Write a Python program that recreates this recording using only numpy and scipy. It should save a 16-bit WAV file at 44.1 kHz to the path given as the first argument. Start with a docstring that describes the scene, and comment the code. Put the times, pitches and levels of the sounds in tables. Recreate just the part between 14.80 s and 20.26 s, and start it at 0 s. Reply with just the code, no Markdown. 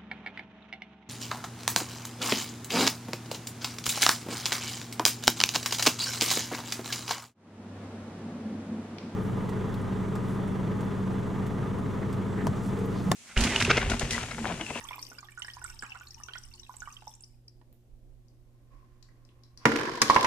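"""Water draining between bottles, then a fall

The last water swirls through a connector from one plastic bottle into another: trapped bubbles plink as
rising, dying sines, drops tick as bursts of wall modes and the trickle is a cloud of tiny resonances.
The pair is tipped, with rubbing, crinkling and swaying water, and topples onto a table: noise bursts and
decaying modes make a hollow thud, a crack and ringing bounces, while filtered grains slosh and splash.
A small room answers with diffuse echoes, over room tone, a low rumble and a faint mains hum."""
import sys
import numpy as np
from scipy import signal
from scipy.fft import rfft, irfft, next_fast_len
from scipy.io import wavfile

SR = 44100
rng = np.random.default_rng(int(sys.argv[2]) if len(sys.argv) > 2 else 0)


def wav_record(signal):
    """Record a signal, one row per channel, as 16-bit PCM in the file named by sys.argv[1]."""
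    frames = np.transpose(np.atleast_2d(signal))
    bounded = np.clip(frames, -1, 1)
    # unit amplitude maps onto the largest positive 16-bit level
    quanta = np.round(bounded * 32767).astype(np.int16)
    wavfile.write(sys.argv[1], SR, quanta)


N = 240948
TIME = np.arange(N) / SR  # s

# Many levels are relative: the functions that play them may add trims.

# dwindling stream: start_s, gurgle_db, spray_db
STREAM_LEVELS = [(0.0, -50, -51.5), (0.23, -63, -55), (0.52, -71, -66.5), (0.89, -63, -57.5),
                 (1.08, -56, -63), (1.86, -68, -63), (2.1, -62, -60), (2.28, -71.5, -62), (2.55, -82, -83)]
# spectrum of the gurgling bubbles: frequency_hz, density_db (per Hz)
GURGLE_SPECTRUM = [(250, -6), (550, -23), (850, 17.5), (1450, -1), (1800, 3.5), (3000, 15.5), (4200, -43),
                   (7000, -47)]
# spectrum of the fine spray: frequency_hz, density_db (per Hz)
SPRAY_SPECTRUM = [(2200, -7.5), (3600, -5), (4200, -13), (5500, 3), (6600, -7), (7700, -2.5), (8800, -4),
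                  (10100, -11), (14000, -10)]
# air resonances in the lower bottle: frequency_hz, level_db, t60_s
AIR_MODES = [(300, -8, .2), (494, -20, .15), (865, 4, 0.089), (1003, 8, 0.046), (1188, 4.5, 0.04),
             (1450, -16, 0.024), (1483, 6, 0.057), (1900, 0, 0.041), (2390, -7, 0.072), (2910, -10, 0.18)]


def draining(spatter_db=-5, cavity_db=-46):
    """Cavity resonance: bubbles and drops excite the air of the lower bottle, over a fine trickle."""
    gurgle, spray = gains(STREAM_LEVELS)
    plinks = bubbles() + ticks(drops(), level_db=-0.5, t60=0.025, width=0.063, snap_db=-15.5)
    air = sum(from_db(db + cavity_db) * ring(plinks, hz, t60) for hz, db, t60 in AIR_MODES)
    gurgling = fizz(per_s=350, size_db=2.0, low_hz=428.7, high_hz=4106, cycles=97)
    spraying = fizz(per_s=450, size_db=4.5, low_hz=3460, high_hz=13960, cycles=55)
    spatter = grains(per_s=570, size_db=0.0)
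    trickle = gurgle * coloured(gurgling, GURGLE_SPECTRUM)
    trickle += spray * coloured(spraying, SPRAY_SPECTRUM)
    trickle += from_db(spatter_db) * spray * coloured(spatter, SPRAY_SPECTRUM)
    walls = [(300, -12.5), (1400, -8.5), (3000, -16), (4000, -5.5), (5400, -14.5), (12000, -6)]
    return plinks + air + trickle + echo(plinks + trickle, walls, low_t60=0.4, high_t60=0.43)


# bubbles trapped in the pool: start_s, level_db, pitch_hz (at onset), splat_db (re the bubble)
BUBBLE_EVENTS = [(0.01, -40.5, 1850, 4.5), (0.049, -40, 1113, -14), (0.087, -31.5, 3360, -5),
                 (0.109, -33, 1020, -8), (0.131, -31.5, 2370, -3), (0.181, -39, 1036, -3),
                 (0.317, -42.5, 1430, -2), (0.383, -39.5, 1500, -6), (0.429, -40.5, 1180, -10),
                 (0.486, -39, 1780, -8), (0.575, -34, 1460, -18), (0.62, -27, 2965, -4),
                 (0.682, -31.5, 1845, -7), (0.768, -39.5, 1000, -6), (0.816, -37, 1490, -7),
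                 (0.847, -33.5, 1390, -15), (0.898, -41.5, 1450, -8), (1.024, -29, 1590, -5),
                 (1.04, -38.5, 1350, -3), (1.12, -32, 2640, -7.5), (1.154, -38.5, 1406, -3),
                 (1.21, -40, 1430, -2), (1.401, -44, 1210, -12), (1.485, -35.5, 1520, 2.5),
                 (1.535, -32.5, 3160, 1), (1.556, -35.5, 1443, -2), (1.832, -41.5, 3800, -7),
                 (1.894, -37, 1010, -14), (1.94, -50, 873, 7), (2.02, -31.5, 1470, -6),
                 (2.074, -33, 1150, -25), (2.167, -36, 3110, -14), (2.222, -48.5, 856, 3),
                 (2.272, -38, 875, -20), (2.814, -61, 906, 6)]
SINGLE_DRIPS_S = 1.88  # from here on the bubbles come as single drips, without droplets of their own
BUBBLE_T60_S = 0.021


def bubbles(level_db=-1, droplet_splat_db=-5, splat_t60=0.016, side_db=-6,
            satellite_db=-14, scatter_octaves=0.394, satellite_s=0.016):
    """Bubble resonance: a drop splats and traps ringing air; fainter satellites follow at other pitches."""
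    out, t = np.zeros((2, N)), np.arange(SR // 10) / SR
    splashing = [row for row in BUBBLE_EVENTS if row[0] < SINGLE_DRIPS_S]
    droplets = fallback(splashing, count=1, low_hz=1195, high_hz=3340,
                        soonest_s=0.00302, latest_s=0.035, weaker_db=7, spread_db=2.5)
    for s, db, hz, splat_db in list(BUBBLE_EVENTS) + [(*row, droplet_splat_db) for row in droplets]:
        gain = from_db(db + level_db) * pan(side_db)
        # the broad, dull splat loses its depth as the stream thins to single drips
        depth_hz = np.interp(s, [1.5, SINGLE_DRIPS_S], [220, 850])
        skirts = signal.butter(1, [hz * 0.55, hz * 1.64], "band", fs=SR, output="sos")
        noise = rng.standard_normal((2, len(t))) * fade(t, splat_t60)
        splat = band(signal.sosfilt(skirts, noise), depth_hz, 4700)
        splat = from_db(splat_db) * splat / abs(splat).max()
        add(out, s, gain * (plink(t, hz, BUBBLE_T60_S) + splat))
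        # three satellites
        for late, octaves in zip(rng.random(3), rng.standard_normal(3).clip(-2, 2)):
            satellite = plink(t, hz * 2 ** (scatter_octaves * octaves), BUBBLE_T60_S)
            add(out, s + late * satellite_s, gain * from_db(satellite_db) * satellite)
    return nearer_right(out)


def plink(t, hz, t60, rise_per_s=3.6, attack_s=0.0012):
    """Bubble near a surface: a dying note whose pitch climbs as it nears the surface; peak 1."""
    cycles = hz * (t + rise_per_s * t * t / 2)
    note = np.sin(2 * np.pi * cycles) * fade(t, t60) * (1 - np.exp(-t / attack_s))
    return note / abs(note).max()


# drops on the thin wall: start_s, level_db, pitch_hz
DROP_EVENTS = [(0.0395, -40, 6260), (0.192, -40.5, 4620), (0.227, -33.5, 5530), (0.3002, -43.5, 5840),
               (0.3853, -39.5, 4850), (0.5177, -45, 7600), (0.5941, -35.5, 8200), (0.6467, -35.5, 5070),
               (0.7356, -37.5, 5000), (0.8415, -30, 7860), (0.899, -38, 5730), (0.9911, -34.5, 5060),
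               (1.0231, -37, 7460), (1.2705, -41.5, 4270), (1.3068, -39, 5290), (1.3435, -39.5, 5700),
               (1.4346, -33.5, 5820), (1.5802, -37.5, 5620), (1.6354, -41, 5530), (1.737, -40, 4560),
               (1.7954, -40, 5580), (1.9667, -36.5, 7640), (2.003, -41, 6200), (2.125, -45, 6000),
               (2.2779, -37.5, 5580), (2.3384, -42, 5830), (2.407, -41.5, 7390), (2.4361, -40.5, 5100),
               (2.6803, -45.5, 5050)]
# each wall mode radiates its own way: pitch_hz, left_right_db
WALL_DIRECTIONS = [(4800, -1.5), (5650, 7), (7400, -8.5)]


def drops():
    """Modal radiation: drops and droplets placed by pitch, as start_s, level_db, pitch_hz, left_right_db."""
    droplets = fallback(DROP_EVENTS, count=1, low_hz=5020, high_hz=9200,
                        soonest_s=0.0036, latest_s=0.03, weaker_db=9.5, spread_db=6)
    return [(s, db, hz, at_hz(WALL_DIRECTIONS, hz)) for s, db, hz in list(DROP_EVENTS) + droplets]


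def fallback(parents, count, low_hz, high_hz, soonest_s, latest_s, weaker_db, spread_db):
    """Ballistic droplets fall back a moment later at any pitch, as start_s, level_db, pitch_hz."""
    s, db = np.repeat(np.array(parents)[:, :2], count, axis=0).T
    late, size, pitch = rng.random((len(s), 3)).T
    start_s = s + soonest_s + (latest_s - soonest_s) * late
    level_db = db - weaker_db + spread_db * (2 * size - 1)
    return list(zip(start_s, level_db, low_hz * (high_hz / low_hz) ** pitch))


def ticks(rows, level_db, t60, width, snap_db):
    """Impact excitation: each tap shakes a narrow cluster of wall modes and gives a broad snap."""
    out, t = np.zeros((2, N)), np.arange(SR // 20) / SR
    for s, db, hz, side_db in rows:
        push = rng.standard_normal((2, len(t))) * fade(t, t60)
        cluster = band(push, hz / (1 + width), hz * (1 + width))
        snap = band(push, 1950, 8600)
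        sound = cluster / cluster.std(axis=1, keepdims=True) + from_db(snap_db) * rms_one(snap)
        add(out, s, from_db(db + level_db) * pan(side_db) * sound / abs(sound.mean(axis=0)).max())
    return out


# air gulping up through the connector: start_s, level_db
GULP_EVENTS = [(.11, -51), (.31, -51), (1.024, -44.5), (1.5, -50.5)]


def gulps(low_hz=230, high_hz=760, t60=0.081, attack_s=0.003):
    """Band-limited transient: each gulp of air is a soft, dull thud in the water."""
    out, t = np.zeros((2, N)), np.arange(SR // 6) / SR
    for s, db in GULP_EVENTS:
        push = rng.standard_normal(len(t)) * fade(t, t60) * (1 - np.exp(-t / attack_s))
        thud = band(push, low_hz, high_hz)
        add(out, s, from_db(db) * thud / abs(thud).max())
    return nearer_right(out)


# low drone while the water runs: start_s, end_s, pitch_hz, level_db
DRONE_SPAN = (0.8, 2, 74.5, -63.5)


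def drone(width=0.11):
    """Narrow-band noise: a soft low drone that swells and fades while the water runs."""
    start, end, hz, db = DRONE_SPAN
    gate = np.interp(TIME, [start - 0.3, start, end, end + 0.15], [0, 1, 1, 0])
    noise = band(rng.standard_normal(N), hz / (1 + width), hz * (1 + width))
    return from_db(db) * gate * rms_one(noise)


# plastic ticking as it is handled: start_s, level_db, pitch_hz, left_right_db
CRINKLE_EVENTS = [(2.927, -48.5, 14400, 3), (3.483, -54, 5300, 5), (4.2268, -45.5, 4780, 30),
                  (4.2872, -55, 1870, 1), (4.4504, -54.5, 5300, 9), (4.49, -55.5, 3400, 8),
                  (4.6357, -44.5, 4930, 3), (4.775, -37.5, 4900, 3)]
# water swaying in the tilted bottle: start_s, level_db
SWAY_LEVELS = [(3.3, -89), (3.344, -88), (3.908, -76), (3.926, -67.5), (4.14, -74), (4.75, -74)]
# spectrum of the swaying water: frequency_hz, density_db (per Hz)
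SWAY_SPECTRUM = [(400, -12), (930, -4), (1060, 9.5), (1250, -4), (1850, -4), (3800, -16.5), (5200, -15),
                 (7000, -21), (14000, -44)]
# spectrum of the rubbing fingers: frequency_hz, density_db (per Hz)
RUB_SPECTRUM = [(140, -11), (290, 3), (420, -6.5), (520, -3.5), (900, -19.5), (3000, -44)]


def handling(sway_db=-1):
    """Friction and sloshing: fingers rub, the plastic ticks and water sways as the hand tilts the bottles."""
    crinkle = ticks(CRINKLE_EVENTS, level_db=-3.0, t60=0.013, width=0.16, snap_db=-11)
    sway_gain = from_db(sway_db) * gains(SWAY_LEVELS)[0] + toppling()
    sway = sway_gain * coloured(grains(per_s=4300, size_db=-3.5), SWAY_SPECTRUM)
    rub = gripping() * coloured(rng.standard_normal((2, N)), RUB_SPECTRUM)
    room = [(1000, 3.0), (6000, -2), (12000, -1)]
    return crinkle + sway + rub + echo(crinkle, room, low_t60=0.3, high_t60=0.3)


def toppling(rush_s=0.086, start_db=-70.5, rise_db=17):
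    """Exponential growth: gain of the water rushing ever louder up to the first blow."""
    fallen = 1 + (TIME - BLOW_EVENTS[0][0]) / rush_s
    return ((fallen > 0) & (fallen < 1)) * from_db(start_db + rise_db * np.clip(fallen, 0, 1))


# the hand shifting the hollow bottles: start_s, end_s, level_db
GRIP_SPANS = [(0, 0.346, -69), (2.723, 4.85, -76.5)]


def gripping(holding_db=-79, fade_s=0.13, uneven_db=2.5):
    """Amplitude modulation: gain of rubbing, faint while the hand holds, louder while it shifts, uneven."""
    moves = 0
    for start, end, db in GRIP_SPANS:
        moves = moves + from_db(db) * np.interp(TIME, [start - fade_s, start, end, end + fade_s], [0, 1, 1, 0])
    uneven = np.interp(TIME, np.arange(90) / 15, rng.standard_normal(90))  # 15 knots a second
    return (from_db(holding_db) + moves) * from_db(uneven_db * uneven)


# finger sliding on the wall: start_s, end_s, pitch_hz, level_db
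SQUEAK_SPAN = (3.92, 4.05, 1075, -69)


def squeak(width=0.05, fade_s=0.02):
    """Friction-driven resonance: a sliding finger sings near the bottle's hollow note, as narrow noise."""
    start, end, hz, db = SQUEAK_SPAN
    gate = np.interp(TIME, [start - fade_s, start, end, end + fade_s], [0, 1, 1, 0])
    noise = band(rng.standard_normal((2, N)), hz / (1 + width), hz * (1 + width))
    return from_db(db) * gate * rms_one(noise)


# water thrown about after the fall: start_s, slosh_db, spray_db
SLOSH_LEVELS = [(4.88, -59, -41), (5.0, -34, -43.5), (5.08, -32, -46.5), (5.2, -38.5, -48), (5.3, -41, -36),
                (5.46, -40, -40)]
# spectrum of the slosh: frequency_hz, density_db (per Hz)
SLOSH_SPECTRUM = [(65, -5), (115, -7), (170, -10), (280, -5), (500, -1.5), (760, -15), (1030, 6.5),
                  (1250, -11), (1700, -2.5), (2400, -18), (3400, -32), (6000, -55)]
# spectrum of the thrown spray: frequency_hz, density_db (per Hz)
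SLOSH_SPRAY_SPECTRUM = [(1760, -57), (3000, -12.5), (5200, -13.5), (7500, -33), (14000, -39)]


def falling(slosh_db=-2, spray_db=-2, crackle_db=-5):
    """Impact and reverberation: blows, chatter, crackling plastic and splashes, the room answering."""
    slosh, spray = gains(SLOSH_LEVELS)
    sloshing = fizz(per_s=1800, size_db=-0.5, low_hz=108.3, high_hz=3460, cycles=34)
    water = from_db(slosh_db) * slosh * coloured(sloshing, SLOSH_SPECTRUM)
    water += from_db(spray_db) * spray * coloured(grains(per_s=4900, size_db=-1.0), SLOSH_SPRAY_SPECTRUM)
    plastic = [(700, -4), (1800, 0), (5500, -2), (8000, -12), (13000, -22)]
    crackle = from_db(crackle_db) * spray * coloured(grains(per_s=160, size_db=6.5), plastic)
    knocks = blows() + chatter() + crackle
    room = [(120, -14.5), (400, -4), (1100, -9.0), (3000, -9), (6000, -9.5), (12000, -8.0)]
    return knocks + water + echo(knocks, room, low_t60=1.0, high_t60=0.43)


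# blows of the falling bottles: start_s, ring_db, ring_hz, thump_db, wall_db, crack_db
BLOW_EVENTS = [(4.854, -6.5, 962, -28.5, -16.5, -21.5), (5.217, -13, 1110, -40, -22, -10.5),
               (5.299, 0.5, 1081, -47, -25, -26.5), (5.362, 0, 1024, -38.5, -20, -30),
               (5.445, -7.5, 1018, -51, -24.5, -26.5)]
# spectrum of a blow before its own force is added: frequency_hz, level_db
BLOW_SPECTRUM = [(70, -10), (120, 15.5), (175, 2.5), (250, 7.5), (500, 8.5), (700, -17), (1100, 1.5),
                 (2100, 0.5), (3200, -8.5), (4300, -8), (5700, -2.5), (7500, -17), (10000, -17),
                 (14500, -30)]
# modes of the bottle and the table under it: frequency_hz, level_db, t60_s
BODY_MODES = [(126, 7.5, 0.13), (226.2, 12.5, 0.18), (278.3, 5, 0.36), (292.8, 4, .43), (400, -6, .3),
              (421, -20, 0.39), (467.6, -1, 0.39), (552, -9, 0.31)]
HOLLOW_T60_S, PARTNER_T60_S = 0.055, 0.03


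def blows(thump_db=39, wall_db=36, crack_db=29, snap_db=7, snap_t60=0.012,
          ring_db=-7.5, modes_db=-5, rebound_db=-15.5, rebound_s=0.009):
    """Modal impact: each blow snaps and crumples the wall and rings the hollow bottle and the table."""
    out, hollow, t = np.zeros((2, N)), np.zeros((2, N)), np.arange(SR // 2) / SR
    for s, db, hz, thump, wall, crack in BLOW_EVENTS:
        force = [(350, thump + thump_db), (1200, wall + wall_db), (2400, wall + wall_db), (4500, crack + crack_db)]
        colour = [(f, level + at_hz(force, f)) for f, level in BLOW_SPECTRUM]
        add(out, s, burst(colour, low_t60=0.059, high_t60=0.047, seconds=0.42))
        snap = band(rng.standard_normal((2, len(t))) * fade(t, snap_t60), 4860, 6700)
        add(out, s + 0.001007, from_db(crack + snap_db) * snap / abs(snap).max() * pan(1.6))
        # the hollow note is a close pair of wall modes that beat; a rebound strikes it again
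        note = np.sin(2 * np.pi * hz * t) * fade(t, HOLLOW_T60_S)
        note += 0.65 * np.sin(2 * np.pi * hz * 0.943 * t) * fade(t, PARTNER_T60_S)
        add(hollow, s, from_db(db + ring_db) * pan(-3.5) * note)
        add(hollow, s + rebound_s, from_db(db + rebound_db) * pan(-7) * note)
        lows = 0
        for k, (f, level, t60) in enumerate(BODY_MODES):
            sign = (-1) ** k  # neighbouring modes start in opposite phase
            lows = lows + sign * from_db(level) * np.sin(2 * np.pi * f * t) * fade(t, t60)
        add(out, s, from_db(thump + modes_db) * lows)
    return out + nearer_right(hollow)


# lone taps between the last blows: start_s, tick_db, clack_db
TAP_EVENTS = [(5.345, -17.5, -23.5), (5.4284, -18, -24)]


def chatter(bright_db=-1, dull_db=7, knock_db=-3, t60=0.038):
    """Repeated impact: the bottle skitters in quick taps of a tick, a wall clack and a small hollow knock."""
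    out, t = np.zeros((2, N)), np.arange(SR // 20) / SR
    for s, db, dull in bounces() + list(TAP_EVENTS):
        push = rng.standard_normal((2, len(t))) * fade(t, t60)
        tick = band(push, 2200, 5800)
        clack = band(push, 1050, 2470) * pan(-7)
        knock = band(push[0], 280, 543)
        for part, level in ((tick, db + bright_db), (clack, dull + dull_db), (knock, dull + knock_db)):
            add(out, s, from_db(level) * part / abs(part).max())
    return out


# gaps shrink from the first towards a steady rattle, by this ratio per bounce
FIRST_GAP_S, RATTLE_GAP_S, GAP_SHRINK = 0.0645, 0.0205, 0.43
# first bounce, before the trims of chatter; loss per bounce
TICK_DB, TICK_LOSS_DB, CLACK_DB, CLACK_LOSS_DB = -30.5, 0.5, -23, 1.3


def bounces(count=12):
    """Inelastic bouncing: each sooner and weaker than the last, as start_s, tick_db, clack_db."""
    k = np.arange(count)
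    gaps = RATTLE_GAP_S + (FIRST_GAP_S - RATTLE_GAP_S) * GAP_SHRINK ** k
    start_s = BLOW_EVENTS[0][0] + np.cumsum(gaps)
    return list(zip(start_s, TICK_DB - TICK_LOSS_DB * k, CLACK_DB - CLACK_LOSS_DB * k))


# hum partials at the first multiples of 120 Hz: level_db (rms)
HUM_LEVELS = [-62, -77, -79]
# the hand bumping the microphone: start_s (centre), level_db
BUMP_EVENTS = [(3.15, -51.5), (3.28, -55)]
# spectrum of the rumble: frequency_hz, density_db (per Hz)
RUMBLE_SPECTRUM = [(8, -17), (25, 12), (55, 2), (75, -7), (130, -30), (500, -94)]
# spectrum of the room tone: frequency_hz, density_db (per Hz)
ROOM_SPECTRUM = [(60, -3.5), (300, -18.5), (450, -28.5), (700, -24.5), (1200, -33.5), (3000, -35),
                 (14000, -40)]


def background(tone_db=-66, rumble_db=-60, hum_db=1, waver_db=1.4, swell_db=3.5, bump_s=0.049):
    """Stationary noise and harmonics: room tone, microphone rumble and hum, its upper partials wavering most."""
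    swell, *wavers = (np.interp(TIME, np.arange(90) / 15, knots) for knots in rng.standard_normal((4, 90)))
    hum = 0
    for k, (db, waver) in enumerate(zip(HUM_LEVELS, wavers), 1):
        partial = np.sqrt(2) * np.sin(2 * np.pi * (120 * k * TIME + rng.random()))
        hum = hum + from_db(db + hum_db + k * waver_db * waver) * partial
    bumps = sum(from_db(db) * np.exp(-((TIME - s) / bump_s) ** 2) for s, db in BUMP_EVENTS)
    rumble_gain = from_db(rumble_db + swell_db * swell) + bumps
    rumble = rumble_gain * coloured(rng.standard_normal((2, N)), RUMBLE_SPECTRUM)
    tone = from_db(tone_db) * coloured(rng.standard_normal((2, N)), ROOM_SPECTRUM)
    return hum + rumble + tone


def echo(x, spectrum, low_t60, high_t60):
    """Diffuse reverberation: convolution with reflections that build up over a few milliseconds."""
    tail = burst(spectrum, low_t60, high_t60, seconds=1)
    tail = tail * (1 - np.exp(-np.arange(tail.shape[1]) / SR / 0.0015))
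    return signal.fftconvolve(x.sum(axis=0, keepdims=True) / 2, tail, axes=1)[:, :N]


def burst(spectrum, low_t60, high_t60, seconds):
    """High modal density: decaying noise in third-octave bands, each with its own decay time."""
    t, out = np.arange(int(seconds * SR)) / SR, 0
    half_band = 2 ** (1 / 6)
    for hz in 63 * 2 ** (np.arange(25) / 3):
        t60 = at_hz([(200, low_t60), (8000, high_t60)], hz)
        raw = band(rng.standard_normal((2, len(t))) * fade(t, t60), hz / half_band, hz * half_band)
        mid, side = raw / np.linalg.norm(raw, axis=1, keepdims=True)
        # a wider band holds more energy
        out = out + spread(mid, side, hz) * from_db(at_hz(spectrum, hz)) * np.sqrt(hz / SR / 2)
    return out


def fizz(per_s, size_db, low_hz, high_hz, cycles):
    """Resonator cloud: clumps of small bubbles, each ringing at one of 28 pitches; t60 in cycles."""
    clumps = from_db(5 * np.interp(TIME, np.arange(200) / 35, rng.standard_normal(200)))
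    clicks = grains(per_s * clumps, size_db)
    dealt = rng.integers(0, 28, N)
    pitches = np.geomspace(low_hz, min(high_hz, 16000), 28)
    return sum(hz * ring(clicks * (dealt == k), hz, cycles / hz) for k, hz in enumerate(pitches))


def grains(per_s, size_db):
    """Random impulse process: tiny water impacts of uneven size, as two raw click trains."""
    sizes = from_db(size_db * np.minimum(rng.exponential(1, N), 4))
    return sizes * (rng.random(N) < per_s / SR) * rng.standard_normal((2, N))


def coloured(pair, spectrum):
    """Spectral shaping: give two raw signals a spectrum and a stereo image; rms 1."""
    size = next_fast_len(N)
    hz = np.arange(size // 2 + 1) * SR / size
    shaped = spread(*rfft(pair, size), hz) * from_db(at_hz(spectrum, hz))
    return rms_one(irfft(shaped, size)[:, :N])


# likeness of the two microphones: frequency_hz, correlation (-1 to 1)
MIC_LIKENESS = [(30, .6), (110, .98), (300, .94), (640, .6), (1400, .15), (3000, -.1), (7000, .1)]
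# balance of the two microphones: frequency_hz, left_right_db
MIC_BALANCE = [(40, -10), (200, 7.5), (600, -1), (1200, -1.5), (2400, -5.5), (5000, 8), (8000, -3),
               (13000, -12)]


def spread(mid, side, hz):
    """Interchannel coherence: mid and side are weighted by how alike the microphones hear each pitch."""
    alike = np.clip(at_hz(MIC_LIKENESS, hz), -0.99, 0.99)
    opposed = side * np.array([[1], [-1]])
    return (np.sqrt(1 + alike) * mid + np.sqrt(1 - alike) * opposed) * pan(at_hz(MIC_BALANCE, hz))


def nearer_right(x, left_lag_s=0.00012):
    """Time-of-arrival difference: the bottles are nearer the right microphone, so the left lags."""
    return np.array([np.interp(TIME - left_lag_s, TIME, x[0]), x[1]])


def pan(db):
    """Constant-power law: left and right gains for a left-right difference in dB."""
    g = from_db(np.array([[0.5], [-0.5]]) * db)
    return g / np.sqrt(np.mean(g ** 2, axis=0))


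def ring(x, hz, t60):
    """Two-pole resonator: a unit click sets a decaying sine of height 1 ringing."""
    r, w = fade(1 / SR, t60), 2 * np.pi * hz / SR
    return signal.lfilter([0, np.sin(w)], [1, -2 * r * np.cos(w), r * r], x + 1e-18)


def band(x, low_hz, high_hz):
    """Causal band-pass filtering."""
    edges = [low_hz, min(high_hz, SR / 2 - 1000)]
    return signal.sosfilt(signal.butter(2, edges, "band", fs=SR, output="sos"), x)


def fade(t, t60):
    """Exponential decay: down 60 dB after t60 seconds."""
    return np.exp(-np.log(1000) * t / max(t60, 1e-4))


def gains(rows):
    """Level curves, linear in dB, as gains; silent outside their span."""
    s, *columns = np.transpose(rows)
    gate = np.interp(TIME, [s[0] - 0.02, s[0], s[-1], s[-1] + 0.02], [0, 1, 1, 0])
    return [gate * from_db(np.interp(TIME, s, c)) for c in columns]


def at_hz(points, hz):
    """Logarithmic pitch scale: read a curve on a log-frequency axis."""
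    f, value = np.transpose(points)
    return np.interp(np.log(np.maximum(hz, 1)), np.log(f), value)


def from_db(db):
    """Decibel law: level to amplitude gain."""
    return 10 ** (np.asarray(db) / 20)


def rms_one(x):
    """Effective value: scale to unit rms."""
    return x / np.sqrt(np.mean(x ** 2) + 1e-20)


def add(out, s, sound):
    """Superposition: mix a sound in at time s."""
    i = int(np.clip(s * SR, 0, N - 1))
    out[:, i:i + sound.shape[-1]] += sound[..., :N - i]


def scene():
    """Superposition of draining, tilting and the fall, over the room's own sound."""
    return draining() + drone() + handling() + falling() + background() + gulps() + squeak()


def record(dry, cutoff_hz=14600):
    """Soft saturation rounds the peaks and a steep low-pass cuts the top."""
    rounded = 1.2 * np.tanh(dry / 1.2)
    return signal.sosfilt(signal.ellip(10, 0.3, 70, cutoff_hz, fs=SR, output="sos"), rounded)


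dry = scene()
out = record(dry)
wav_record(out)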